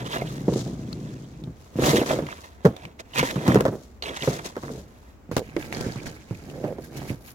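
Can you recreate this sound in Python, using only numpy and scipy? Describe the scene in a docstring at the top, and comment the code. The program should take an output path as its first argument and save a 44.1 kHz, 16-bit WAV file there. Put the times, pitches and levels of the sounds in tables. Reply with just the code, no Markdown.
"""First a wide plastic pusher shoves snow along a road in four strokes, over a faint hush of open air.
Its edge sticks and slips on icy asphalt, which rings the blade; breaking crystals hiss and ice ticks.
Packed snow creaks in small jerks and gives way in thuds that ring the ground.
Then boots tread close by, further to the right: soles crackle on the crust and legs stir the air."""
import sys
import numpy as np
from scipy import signal
from scipy.fft import rfft, irfft, next_fast_len
from scipy.io import wavfile
from scipy.ndimage import uniform_filter1d

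SR = 44100
rng = np.random.default_rng(int(sys.argv[2]) if len(sys.argv) > 2 else 0)


def generate_wav(signal):
    """Clip the signal to [-1, 1] and save it as 16-bit WAV at the path in sys.argv[1]."""
    frames = np.transpose(np.atleast_2d(signal))
    scaled = np.clip(frames, -1, 1) * 32767
    pcm = np.round(scaled).astype(np.int16)
    wavfile.write(sys.argv[1], SR, pcm)


N = 323694

# Table levels are relative: most sources trim them once more. Spectra only set the balance of a sound.
# faint background air: [f/Hz, level/dB per Hz]
AIR_SPECTRUM = [(25, -11.5), (75, 4.5), (160, -14.5), (233, -5.5), (331, -12.5), (567, -17), (1490, -27.5),
                (2490, -33), (3630, -41), (7300, -40.5), (9300, -51.5), (15500, -44)]
# the edge bites, slides and lifts:
# [t/s at full contact, rise/s, hold/s, fade/s, grating level/dB, crystal hiss level/dB, powder level/dB]
SCRAPES = [(0.0, .02, 0.014, 0.072, -33.5, -51, -70), (0.062, 0.044, 0.011, 0.031, -31, -44, -57),
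           (0.125, 0.06, 0.032, 0.12, -25.5, -41.5, -48), (0.28, 0.36, 0.086, 0.29, -41, -49, -57.5),
           (0.5, 0.095, 0.083, .05, -54, -46.5, -72), (0.585, 0.13, 0.0039, 0.18, -50, -38, -68),
           (0.66, 0.08, 0.49, 0.8, -50, -56.5, -74), (1.61, 0.093, 0.015, 0.3, -54.5, -58.5, -66),
           (1.848, 0.081, 0.07, 0.1, -18.5, -28, -34), (1.96, 0.028, 0.0056, 0.15, -21, -32.5, -38),
           (2.06, 0.0054, 0.076, 0.11, -26, -37, -49), (2.29, 0.073, 0.033, 0.11, -36, -52, -72),
           (2.43, 0.98, 0.012, 0.2, -44.5, -53, -60), (2.656, 0.04, 0.0046, 0.1, -43, -51, -62),
           (2.84, 0.5, 0.0063, 0.12, -42.5, -60.5, -69), (2.996, 0.015, 0.01, 0.019, -36.5, -47.5, -80),
           (3.152, 0.024, 0.024, 0.03, -26, -41, -47), (3.186, 0.036, 0.0076, 0.038, -16, -29, -36),
           (3.26, 0.15, 0.016, 0.17, -27, -37, -44.5), (3.47, 0.23, 0.047, 0.22, -29.5, -43.5, -52),
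           (3.8, 0.94, 0.02, 0.23, -93, -55.5, -64), (4.026, 0.0023, 0.022, 0.57, -29.5, -47.5, -61),
           (4.17, 0.033, 0.0035, 0.017, -30.5, -37, -58), (4.235, 0.099, 0.1, 0.15, -33.5, -38.5, -48),
           (4.39, 0.011, 0.0039, 0.02, -29, -43, -63), (4.455, 0.03, 0.0019, 0.071, -33, -34.5, -47),
           (4.64, 0.25, .15, 0.12, -52, -51, -60), (4.88, 0.06, 0.23, 0.13, -56, -66.5, -70)]
# resonances of the ribbed plastic blade: [f/Hz, width/Hz, level/dB]
BLADE_MODES = [(440, 277, 8), (708, 55, 12), (968, 133, 9.5), (1300, 270, 4.5), (1695, 320, 4.5),
               (2127, 133, 6), (2190, 440, 0.5), (2880, 330, -3.5), (3100, 370, -2.5), (4000, 600, -7)]
# the edge catches on ice and chirps:
# [t/s, level/dB, time to fall 60 dB/s, starting f/Hz, width/Hz, glide/octaves per s]
CATCHES = [(0.061, -20, 0.062, 3080, 700, -2), (0.126, -17, 0.15, 2720, 800, -1.5),
           (0.1674, -28, 0.03, 2650, 900, -2), (0.213, -17.5, 0.057, 2070, 280, 1),
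           (0.2683, -22, 0.22, 2840, 800, 9), (1.841, -13, 0.076, 2580, 600, 9.5),
           (1.898, -14, 0.085, 3260, 700, -6), (1.957, -9.5, 0.05, 2840, 700, 0.5),
           (1.991, -12.5, 0.11, 3030, 600, -14.5), (2.058, -30, 0.11, 3430, 1800, 7),
           (2.991, -27, 0.045, 1740, 700, 1), (3.1343, -21, 0.064, 2800, 600, -0.5),
           (3.1747, -7, 0.081, 2700, 1100, -1.5), (3.1909, -0.5, 0.19, 2300, 1090, -5),
           (4.0224, -18, 0.016, 2880, 400, -6), (4.034, -20, 0.039, 2900, 400, -2),
           (4.034, -18.5, 0.065, 4360, 300, -7), (4.055, -20, 0.033, 2820, 300, 10),
           (4.089, -17, 0.043, 3350, 350, -3.5), (4.159, -21, 0.067, 3020, 350, 8),
           (4.205, -20, 0.07, 2820, 350, -1), (4.2226, -12.5, 0.019, 3160, 1010, -8),
           (4.229, -12.5, 0.036, 2270, 300, -12.5)]
# sharp tick of breaking ice: [f/Hz, level/dB per Hz]
TICK_SPECTRUM = [(700, 13.5), (1500, -0.5), (6500, -4.5), (8500, -10), (16000, -13)]
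# hiss of breaking snow crystals: [f/Hz, level/dB per Hz]
HISS_SPECTRUM = [(800, -1.5), (2500, -7), (3800, 0), (4800, -1), (6800, 0.5), (8300, -8), (12000, -17),
                 (16000, -20)]
# the finest powder: [f/Hz, level/dB per Hz]
POWDER_SPECTRUM = [(4000, -87), (7500, -24), (9500, 2.5), (12000, 6), (15500, 0)]
# weight bears on the snow and eases off:
# [t/s at full load, rise/s, hold/s, fade/s, ground rumble level/dB, creak level/dB]
PRESSES = [(0.0, .05, 0.069, 0.061, -36.5, -39), (0.15, 0.032, 0.1, 0.084, -39.5, -37),
           (0.25, 0.1, 0.84, 0.6, -37, -47), (0.56, 1, 0.039, 0.44, -37, -40.5),
           (1.42, 0.14, 0.086, 0.054, -39, -59), (1.835, 0.074, 0.078, 0.091, -27, -21.5),
           (2.1, 0.22, 0.083, 0.19, -38, -29.5), (2.68, 0.01, 0.007, 0.14, -53, -32.5),
           (2.845, 0.031, 0.014, 0.087, -43, -46), (3.21, 0.068, 0.0034, 0.026, -26.5, -40),
           (3.3, 0.16, 0.11, .1, -51, -36.5), (3.5, 0.13, 0.027, 0.24, -26.5, -20.5),
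           (3.73, 0.034, 0.0093, 0.071, -43, -27.5), (4.1, 0.075, 0.022, 0.067, -51, -35.5),
           (4.28, 0.018, 0.045, 0.25, -39, -35), (4.455, 0.0098, 0.0074, 0.022, -53, -34),
           (4.64, 0.042, 0.14, 0.18, -43, -43.5), (5.45, 0.12, 0.19, .1, -49, -52),
           (5.78, 0.31, 0.1, 0.12, -39.5, -35.5), (5.97, 0.091, 0.12, 0.2, -43.5, -42),
           (6.52, 0.38, 0.15, 0.77, -43, -42.5), (6.97, 0.13, 0.063, 0.28, -40, -39.5)]
# deep rumble of snow being packed: [f/Hz, level/dB per Hz]
RUMBLE_SPECTRUM = [(25, -73), (55, -1.5), (95, -10.5), (130, 7.5), (200, -2), (300, -5), (500, -19.5),
                   (1000, -61)]
# creaky grinding of snow being packed: [f/Hz, level/dB per Hz]
GRIND_SPECTRUM = [(60, -38), (150, -1.5), (330, 5), (540, 0.5), (720, -5), (1000, -17.5), (1500, -19.5),
                  (3000, -41)]
# cold snow creaks under a steady load: [t/s, length/s, level/dB, f/Hz]
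CREAKS = [(0.156, 0.016, -30.5, 680), (0.209, 0.02, -29, 700), (1.926, 0.045, -19, 428),
          (4.223, 0.026, -34.5, 600), (4.639, 0.16, -45, 450), (5.364, 0.068, -34, 467),
          (6.55, 0.165, -39, 520), (6.629, 0.076, -35.5, 613), (6.696, 0.033, -32.5, 520)]
# crunch of packed snow: [f/Hz, level/dB per Hz]
CRUNCH_SPECTRUM = [(80, -6.5), (250, 1), (450, 1.5), (650, -3), (950, -13.5), (1500, -39), (2500, -40),
                   (6000, -67)]
# crack of the crust: [f/Hz, level/dB per Hz]
CRACK_SPECTRUM = [(400, -20), (900, 9), (1550, 2.5), (2300, -10.5), (3400, -12), (6500, -16), (8500, -22.5),
                  (16000, -25)]
# the blade bumps over a frozen lump: [t/s, level/dB]
KNOCKS = [(0.169, -18), (2.0155, -28), (2.134, -32), (2.286, -24.5), (2.325, -24), (2.653, -14),
          (2.657, -11.5), (3.356, -28), (3.411, -29), (3.463, -24), (3.498, -15), (3.518, -13),
          (3.5718, -11), (3.601, -19), (3.665, -23), (4.276, -19), (4.555, -29), (4.584, -35),
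          (4.627, -31.5), (4.65, -33), (4.68, -31), (4.6907, -27.5)]
# snow gives way under blade, boot or a falling clod:
# [t/s, thump level/dB, thump f/Hz, crunch level/dB, crust crack level/dB]
THUDS = [(0.48, -12, 167, -14.5, -38.5), (0.521, -16.5, 176, -20, -51), (0.559, -23, 159, -19.5, -53),
         (0.661, -25, 143, -29, -52), (1.472, -26, 137, -62, -57), (1.755, -20.5, 128, -55, -62),
         (1.786, -12, 246, -16.5, -56), (1.821, -29, 161, -20, -32), (1.865, -27, 151, -20, -44),
         (1.934, -13.5, 194, -19, -40), (1.981, -15.5, 203, -15, -40), (2.014, -27, 270, -15.5, -32),
         (2.032, -38, 220, -28, -34), (2.106, -34, 275, -16.5, -28.5), (2.131, -23, 233, -16.5, -36),
         (2.187, -26.5, 214, -20.5, -33), (2.222, -19.5, 135, -35, -40), (2.646, -15.5, 170, -20.5, -38),
         (2.6509, -8, 162, -9.5, -23), (2.6565, -13.5, 161, -8.5, -26), (2.671, -26, 198, -20, -47),
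         (3.228, -20, 252, -16.5, -24.5), (3.358, -14, 143, -29.5, -33.5), (3.478, -11, 193, -35, -31),
         (3.483, -6, 140, -34, -28), (3.556, -7, 172, -8, -22.5), (3.606, -21, 140, -17.5, -30),
         (3.652, -23, 192, -11.5, -24.5), (3.68, -19, 137, -20, -32), (4.217, -29, 115, -40, -54),
         (4.274, -12, 113, -13, -29), (4.565, -29.5, 212, -25.5, -34.5), (4.633, -27.5, 157.6, -32.5, -37),
         (4.699, -29, 217, -31, -50), (5.29, -30, 130, -48, -72), (5.313, -22.5, 85, -26, -35.5),
         (5.365, -20.5, 72, -17, -27.5), (5.564, -21, 291, -19, -40.5), (5.77, -28, 133, -41, -54),
         (5.863, -19, 123, -29.5, -41.5), (5.957, -24.5, 144, -47.5, -41), (6.308, -19, 120, -34.5, -47),
         (6.6401, -18, 300, -23.5, -38), (6.783, -34, 161, -28.5, -47), (7.101, -18, 123, -27, -60)]
# single bits of ice snap: [t/s, level/dB, f/Hz, gain of the ring against the dry tick, pan to the left/dB]
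SNAPS = [(0.5368, -23, 4160, 3.2, 0), (0.928, -27.5, 4300, 10, 4), (1.438, -38, 3600, 7.2, -2),
         (2.267, -29.5, 2130, 6, -2), (2.765, -30, 3460, 4.6, -1), (2.852, -27.5, 2530, 14, 1),
         (3.3097, -23, 3430, 6.3, -3), (3.4785, -12.5, 1650, 2.1, 1), (3.545, -15, 1520, 3.1, -5),
         (3.6069, -14.5, 1500, 2.1, 5), (4.0235, -22.5, 4200, 25, 1), (5.366, -13, 4320, 1.1, -4),
         (5.3794, -20, 2460, 1.8, 9), (5.3927, -24, 4020, 1.1, 1), (5.565, -22.5, 2000, 14, -0.5),
         (5.7256, -21, 2300, 4.7, -1), (5.747, -27, 4700, 11, 1), (5.77, -29, 2300, 7, -2),
         (5.809, -19, 4700, 2.7, 1), (5.9204, -30, 4580, 5.5, 0), (6.066, -26.5, 1710, 4.3, -7),
         (6.4983, -33, 2900, 4.1, 0)]
# a boot scuffs over the crust:
# [t/s at full contact, rise/s, hold/s, fade/s, scuff level/dB, crystal hiss level/dB, powder level/dB]
STEPS = [(5.317, .005, 0.032, 0.19, -46.5, -51.5, -56), (5.368, 0.0058, 0.011, 0.039, -47, -39, -43),
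         (5.44, 0.094, 0.06, 0.18, -50, -60.5, -66), (5.6, 0.087, 0.05, 0.17, -39.5, -49.5, -53),
         (5.73, 0.043, 0.086, 0.66, -38, -44, -57), (6.06, 0.017, 0.0098, 0.068, -37, -41, -57),
         (6.14, 0.27, 0.013, 0.11, -54, -60.5, -60), (6.31, 0.11, 0.34, 0.32, -52, -57.5, -63.5),
         (6.64, 0.055, 0.075, 0.15, -49, -65, -63), (6.84, 0.07, 0.0071, 0.083, -51, -51, -52),
         (6.97, 0.1, 0.011, 0.24, -41.5, -46.5, -50.5), (7.09, 0.063, 0.0076, 0.096, -39.5, -46, -47.5),
         (7.285, 0.14, 0.021, 0.047, -49.5, -51, -47.5)]
# resonances of a rubber boot on the crust: [f/Hz, width/Hz, level/dB]
BOOT_MODES = [(760, 300, -1), (1342, 36, 1.5), (1590, 130, 1.5), (2280, 440, -1.5), (3120, 230, -8.5),
              (4040, 4900, -37)]
# puffs of air stirred by the legs: [f/Hz, level/dB per Hz]
STIR_SPECTRUM = [(20, 1), (50, -6), (90, -10), (200, -39), (1000, -74)]

AIR_DB = -49.5   # level of the shared sound and of the side difference before its bass is cut
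PORT_LAG_S = .00034   # the left port hears the pusher later
CUTOFF_HZ = 16000
SWELL_DB = 25   # rise and fade times count over this range
SLIPS_PER_S, CATCH_RISE_S, SPLINTER_SHARE = 1500, 0.00083, 0.3   # the stutter within one catch
PARTNER_RATIO, PARTNER_SHARE = 0.69, 0.5   # a weaker, lower resonance rings with each chirp
LOOSE_PER_S, LOOSE_DB = 24, -19   # stray grains of ice, relative to the hiss
PELLETS_PER_S, PELLET_DB, PELLET_SPREAD_DB = 130, -16, -1   # level relative to the rubbing
PELLET_BAND_HZ, PELLET_WIDTH_HZ = (770, 3900), 310
KNOCK_BAND_HZ = (870, 2030)   # the part of the blade's ring that a blunt contact reaches
GROUND_HZ = 129.3   # the packed layer's own deep bounce
CRUNCH_HZ, ICINESS_DB_PER_OCTAVE = 560, 45   # icy snow, with more crack than thump, crunches higher
CRUNCH_FADE_S, BRITTLE_DB_PER_HALVING = 0.067, 23   # icy snow also crunches more briefly
WALK_S, WALK_PAN_DB = 5.25, 1.4   # from then on ground sounds gain this on the right and lose it on the left
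SPARKLE_PER_S, SPARKLE_DB, SPARKLE_BAND_HZ = 54, -7, (4040, 5200)   # level relative to the hiss under a boot
STIR_DB, STIR_FOLLOWS = -10.5, 0.79   # air stirred by the legs; share of the scuff's swing


def from_db(db):
    """Turn decibels into gain."""
    return 10 ** (np.asarray(db) / 20)


def rms_one(x):
    """Scale to unit power."""
    return x / np.sqrt(np.mean(x ** 2) + 1e-20)


def unit_blow(x):
    """Scale a short sound to the energy of 10 ms at unit power."""
    return x / np.sqrt(np.sum(x ** 2) / (SR / 100) + 1e-20)


def add(track, s, sound):
    """Mix a sound into a track from time s."""
    start = max(round(s * SR), 0)
    track[..., start:start + sound.shape[-1]] += sound[..., :N - start]


def drift(rate):
    """Wander at random with spread 1, drawing about `rate` new values a second and joining them by lines."""
    knots = rng.standard_normal(N // 20)
    return np.interp(np.arange(N) * rate / SR, np.arange(len(knots)), knots)


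def swells(rows):
    """Each contact rises, holds and fades, and overlaps add in power: one dB curve per level column."""
    t, power = np.arange(0, N, 16) / SR, 1e-12
    for s, rise_s, hold_s, fade_s, *levels_db in rows:
        before = (s - t) / max(rise_s, .002)
        after = (t - s - hold_s) / max(fade_s, .002)
        drop_db = SWELL_DB * np.clip(np.maximum(before, after), 0, 10)
        power = power + from_db(np.array(levels_db)[:, None] - drop_db) ** 2
    return [np.interp(np.arange(N) / SR, t, 10 * np.log10(p)) for p in power]


def colour(x, spectrum):
    """Filter to a given spectrum without sounding early (minimum phase); white input keeps its power."""
    size = 2 * next_fast_len(x.shape[-1] // 2 + 2048)
    hz, db = np.transpose(spectrum)
    bins_hz = np.fft.rfftfreq(size, 1 / SR)
    gain = rms_one(from_db(np.interp(np.log(bins_hz + 1), np.log(hz), db)))
    # folding the cepstrum forward gives the minimum-phase filter
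    cepstrum = irfft(np.log(gain))[:size // 2]
    cepstrum[1:] *= 2
    response = np.exp(rfft(cepstrum, size))
    return irfft(rfft(x, size) * response)[..., :x.shape[-1]]


def resonate(x, hz, width_hz):
    """Ring one resonance, with about gain 1 at its top."""
    r = np.exp(-np.pi * width_hz / SR)
    feed = np.array([1, 0, -1]) * (1 - r * r) / 2
    back = [1, -2 * r * np.cos(2 * np.pi * hz / SR), r * r]
    return signal.lfilter(feed, back, x + 1e-18)


def shifting(x, modes, wander_db, rate):
    """Resonances wax and wane as the point of contact moves; white input keeps its power."""
    impulse = np.eye(1, 4096)[0]
    out, body = 0, 0
    for k, (hz, width_hz, db) in enumerate(modes):
        gain = (-1) ** k * from_db(db)
        wander = rms_one(from_db(wander_db * np.clip(drift(rate), -2, 2)))
        out = out + gain * resonate(x * wander, hz, width_hz)
        body = body + gain * resonate(impulse, hz, width_hz)
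    return out / np.linalg.norm(body)


def steady(x, span_s):
    """Even out the slow level and keep the grain."""
    size = max(int(span_s * SR), 2)
    power = uniform_filter1d(uniform_filter1d(x ** 2, size), size)
    return x / np.sqrt(np.abs(power) + 1e-12)


def fractures(per_s, spread_db, size=N):
    """Tiny breaks at random moments, with random sign and strength."""
    happens = rng.random(size) < per_s / SR
    sign = rng.choice([-1, 1], size)
    return happens * sign * from_db(spread_db * np.clip(rng.standard_normal(size), -2, 2))


def burst(fade_s, per_s, rise_s):
    """A quick run of fractures that falls 60 dB in fade_s (4 ms at least), scaled as a unit blow."""
    t = np.arange(SR // 5) / SR
    fade = from_db(-60 * t / max(fade_s, .004))
    rise = 1 - np.exp(-t / rise_s)
    return unit_blow(fractures(per_s, 1.0, size=len(t)) * fade * rise)


def ports(direct, scattered, pan_db, spread, lag_s):
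    """Left and right: both come late to the left, and the scattered part has opposite signs on the sides."""
    n = np.arange(N)
    late_n = n - round(lag_s * SR)
    late_direct = np.interp(late_n, n, direct, left=0)
    late_scattered = np.interp(late_n, n, scattered, left=0)
    pair = np.array([late_direct + spread * late_scattered, direct - spread * scattered])
    # a positive pan makes the left louder
    return pair / np.sqrt(1 + spread ** 2) * from_db([[pan_db / 2], [-pan_db / 2]])


def still_air():
    """The faint hush of a snowy road, alike on both sides in the bass, and a light draught on each port."""
    mid, side = colour(rng.standard_normal((2, N)), AIR_SPECTRUM)
    side = signal.sosfilt(signal.butter(1, 700, "high", fs=SR, output="sos"), side)
    draught_spectrum = [(15, -21), (55, 14), (110, -25), (300, -35.0), (2000, -90)]
    draught = colour(rng.standard_normal((2, N)), draught_spectrum)
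    draught_gain = from_db(-59.0 + 2 * drift(16.0))
    return from_db(AIR_DB) * np.array([mid + side, mid - side]) + draught_gain * draught


def blade(grate_db):
    """The edge sticks and slips over grit; each slip rings the blade's damped modes."""
    judder = from_db(2.4 * drift(130) + 3.5 * drift(49))
    halves = []
    for _ in range(2):   # the near and the far half of the edge grate independently
        slips = steady(fractures(1100, 0.68) * judder, 0.042) * from_db(grate_db - 4.5)
        grating = shifting(slips, BLADE_MODES, wander_db=4.0, rate=36)
        halves.append(grating + chirps())
    return ports(*halves, pan_db=-4.0, spread=0.15, lag_s=PORT_LAG_S)


def crystals(hiss_db, powder_db):
    """Snow crystals shear in clumps: a dense rush under a hard shove, single ticks when the snow settles."""
    clumps = from_db(2.36 * drift(260) + 1.85 * drift(60))
    per_s = 3500 * from_db(0.32 * (hiss_db + 39.0))
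    halves = []
    for _ in range(2):
        coarse, fine = [steady(fractures(per_s, 3.2) * clumps, 0.055) for _ in range(2)]
        fine = 0.27 * coarse + 0.9 * fine   # each break also sheds some powder
        hiss = colour(coarse * from_db(hiss_db), HISS_SPECTRUM)
        powder = colour(fine * from_db(powder_db), POWDER_SPECTRUM)
        halves.append(hiss + powder)
    return ports(*halves, pan_db=3.0, spread=1.0, lag_s=PORT_LAG_S)


def packing(rumble_db, creak_db):
    """Snow compacts in small jerks with lulls between, heard dull and near the centre through the ground."""
    jerks = from_db(2.0 * drift(90))
    rumble, grind = [], []
    for _ in range(2):
        deep = colour(fractures(600, 5.7), RUMBLE_SPECTRUM)
        rumble.append(steady(deep, 0.048) * from_db(rumble_db + 3.0))
        rough = colour(fractures(450, 2.3) * jerks, GRIND_SPECTRUM)
        grind.append(steady(rough, 0.036) * from_db(creak_db - 1.0))
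    rumble_pair = ports(*rumble, pan_db=0.5, spread=0.083, lag_s=0)
    return rumble_pair + ports(*grind, pan_db=-2.0, spread=0.21, lag_s=0)


def loose_grains(hiss_db):
    """Wherever snow is moved, stray grains of ice break off and tick."""
    breaks = fractures(LOOSE_PER_S, 3.4) * from_db(hiss_db + LOOSE_DB)
    halves = []
    for _ in range(2):
        tick = burst(0.0053, 7200, 0.00019)
        halves.append(colour(signal.oaconvolve(breaks, tick)[:N], HISS_SPECTRUM))
    return np.array(halves) * from_db([[1], [-1]])


def pellets(level_db, per_s, band_hz):
    """Lumps of ice burst under the edge or the sole, each with a short ring at one of ten pitches."""
    out, pitches = np.zeros((2, N)), np.geomspace(*band_hz, 10)
    for hz in pitches:
        breaks = fractures(per_s / len(pitches), PELLET_SPREAD_DB) * from_db(level_db)
        for side in out:
            ring = unit_blow(resonate(burst(0.0062, 9000, 0.00014), hz, PELLET_WIDTH_HZ))
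            side += signal.oaconvolve(breaks, ring)[:N]
    return ports(*out, pan_db=-0.5, spread=0.65, lag_s=PORT_LAG_S)


def chirps():
    """A catching edge stutters and rings two resonances that glide as contact shifts; splinters rasp."""
    out = np.zeros(N)
    for s, db, fade_s, hz, width_hz, glide in CATCHES:
        catch = burst(fade_s, SLIPS_PER_S, CATCH_RISE_S)
        upper, lower = [unit_blow(resonate(resonate(catch, f, width_hz), f, 2 * width_hz))
                        for f in (hz, hz * PARTNER_RATIO)]
        ring = upper + PARTNER_SHARE * lower
        n = np.arange(len(ring))
        speed = 2 ** (glide * np.minimum(n / SR, .04))   # the pitch glides for 40 ms, then stays
        gliding = np.interp(np.cumsum(speed), n, ring, right=0)
        rasp = SPLINTER_SHARE * colour(catch, TICK_SPECTRUM)
        add(out, s, (unit_blow(gliding) + rasp) * from_db(db - 18.5))
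    return out


def creaks():
    """Grains let go in a nearly regular stutter that rings the packed layer; each slip also cracks faintly."""
    out = np.zeros(N)
    for s, length_s, db, hz in CREAKS:
        size = int(max(length_s, .01) * SR)
        # about 110 slips a second: one each time the count passes a whole number
        turns = np.cumsum(110 * from_db(3 * drift(150)[:size])) / SR
        slips = np.diff(np.floor(turns), prepend=-1) * from_db(2.1 * rng.standard_normal(size))
        slips = slips * np.hanning(size) ** 0.059
        slips = np.pad(slips, (0, SR // 20))   # room to ring on
        jerks = colour(slips, CRUNCH_SPECTRUM)
        ring = jerks + 3.5 * resonate(jerks, hz, 56) + 0.083 * colour(slips, CRACK_SPECTRUM)
        add(out, s, ring / np.sqrt(np.sum(ring ** 2) / size + 1e-20) * from_db(db))
    return out * from_db([[-.8], [.8]])


def knocks():
    """A blunt bump rings the blade's middle modes hollowly, with a new balance every time."""
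    blows = np.zeros(N)
    for s, db in KNOCKS:
        add(blows, s, burst(0.0053, 4000, 0.0001) * from_db(db - 8.5))
    blunt = signal.sosfilt(signal.butter(3, KNOCK_BAND_HZ, "band", fs=SR, output="sos"), blows)
    halves = [shifting(blunt, BLADE_MODES, wander_db=1.5, rate=55) for _ in range(2)]
    return ports(*halves, pan_db=-5.5, spread=0.1, lag_s=0.0003)


def thuds():
    """A collapse crunches in a few jerks, cracks the crust and, a moment later, thumps the ground."""
    ground, packed, crust = np.zeros(N), np.zeros((2, N)), np.zeros((2, N))
    push = unit_blow(np.eye(1, SR // 5)[0])   # a single click
    for s, thump_db, thump_hz, crunch_db, crack_db in THUDS:
        iciness_db = crack_db - thump_db
        crunch_hz = CRUNCH_HZ * 2 ** (iciness_db / ICINESS_DB_PER_OCTAVE)
        fade_s = CRUNCH_FADE_S * 2 ** ((-iciness_db - 14.0) / BRITTLE_DB_PER_HALVING)
        load = push + 0.92 * burst(0.12, 600, 0.007)
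        thump = resonate(resonate(load, thump_hz, 80), thump_hz, 260)
        bounce = resonate(resonate(load, GROUND_HZ, 30), GROUND_HZ, 150)
        low = unit_blow(unit_blow(thump) + 0.55 * unit_blow(bounce))
        add(ground, s + 0.002047, low * from_db(thump_db - 4.0))
        for side in packed:
            crunch = colour(push + 2.9 * burst(fade_s, 700, 0.00019), CRUNCH_SPECTRUM)
            crunch = unit_blow(crunch + 1.9 * resonate(crunch, crunch_hz, 137))
            add(side, s + 0.00068, -crunch * from_db(crunch_db - 2.5))
        for side in crust:
            crack = unit_blow(0.95 * push + burst(0.08, 700, 0.00012))
            add(side, s + 0.00107, crack * from_db(crack_db))
    thumps = ground * from_db([[-.3], [.3]])
    crunches = ports(*packed, pan_db=-2.0, spread=0.1, lag_s=0.0001)
    cracks = ports(*colour(crust, CRACK_SPECTRUM), pan_db=-4.5, spread=0.64, lag_s=0.00017)
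    return thumps + crunches + cracks


def snaps():
    """Brittle ice: a sharp tick with a brief ring of its own."""
    out = np.zeros((2, N))
    for s, db, hz, ring, pan_db in SNAPS:
        for side, lean in zip(out, (.5, -.5)):
            tick = colour(burst(0.02, 5400, 0.00015), TICK_SPECTRUM)
            snap = unit_blow(tick + ring * resonate(tick, hz, 470))
            add(side, s, snap * from_db(db - 9.5 + lean * pan_db))
    return out


def boots(scuff_db):
    """Soles grind the crust into a sparse crackle, close by on the right."""
    halves = []
    for _ in range(2):
        grit = steady(fractures(400, 3.0), 0.07) * from_db(scuff_db - 4.0)
        halves.append(shifting(grit, BOOT_MODES, wander_db=6.0, rate=40))
    return ports(*halves, pan_db=-6.0, spread=0.55, lag_s=0.00027)


def stirred_air(scuff_db):
    """Legs moving close by push slow puffs of air against each port."""
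    puffs = colour(rng.standard_normal((2, N)), STIR_SPECTRUM)
    return puffs * from_db(STIR_DB + STIR_FOLLOWS * scuff_db)


def scene():
    """Snow swallows all echoes, so the sources just add."""
    grate_db, *blade_snow_db = swells(SCRAPES)
    scuff_db, *boot_snow_db = swells(STEPS)
    hiss_db, powder_db = np.maximum(blade_snow_db, boot_snow_db)
    walking = np.arange(N) / SR > WALK_S
    walk_pan = from_db(WALK_PAN_DB * walking * np.array([[-1], [1]]))
    ground = (packing(*swells(PRESSES)) + creaks() + thuds()) * walk_pan
    lumps = pellets(np.maximum(grate_db, scuff_db) + PELLET_DB, PELLETS_PER_S, PELLET_BAND_HZ)
    sparkle = pellets(boot_snow_db[0] + SPARKLE_DB, SPARKLE_PER_S, SPARKLE_BAND_HZ)
    snow = crystals(hiss_db, powder_db) + loose_grains(hiss_db) + lumps + sparkle + snaps()
    pusher = blade(grate_db) + knocks()
    walker = boots(scuff_db) + stirred_air(scuff_db)
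    return still_air() + pusher + snow + ground + walker


def record(dry):
    """The microphone drops the deepest bass; the highest peaks are clipped, then the top is cut."""
    thinned = signal.sosfilt(signal.butter(2, 38, "high", fs=SR, output="sos"), dry)
    top_cut = signal.ellip(10, .1, 80, CUTOFF_HZ, fs=SR, output="sos")
    return signal.sosfilt(top_cut, np.clip(thinned, -1, 1))


dry = scene()
out = record(dry)
generate_wav(out)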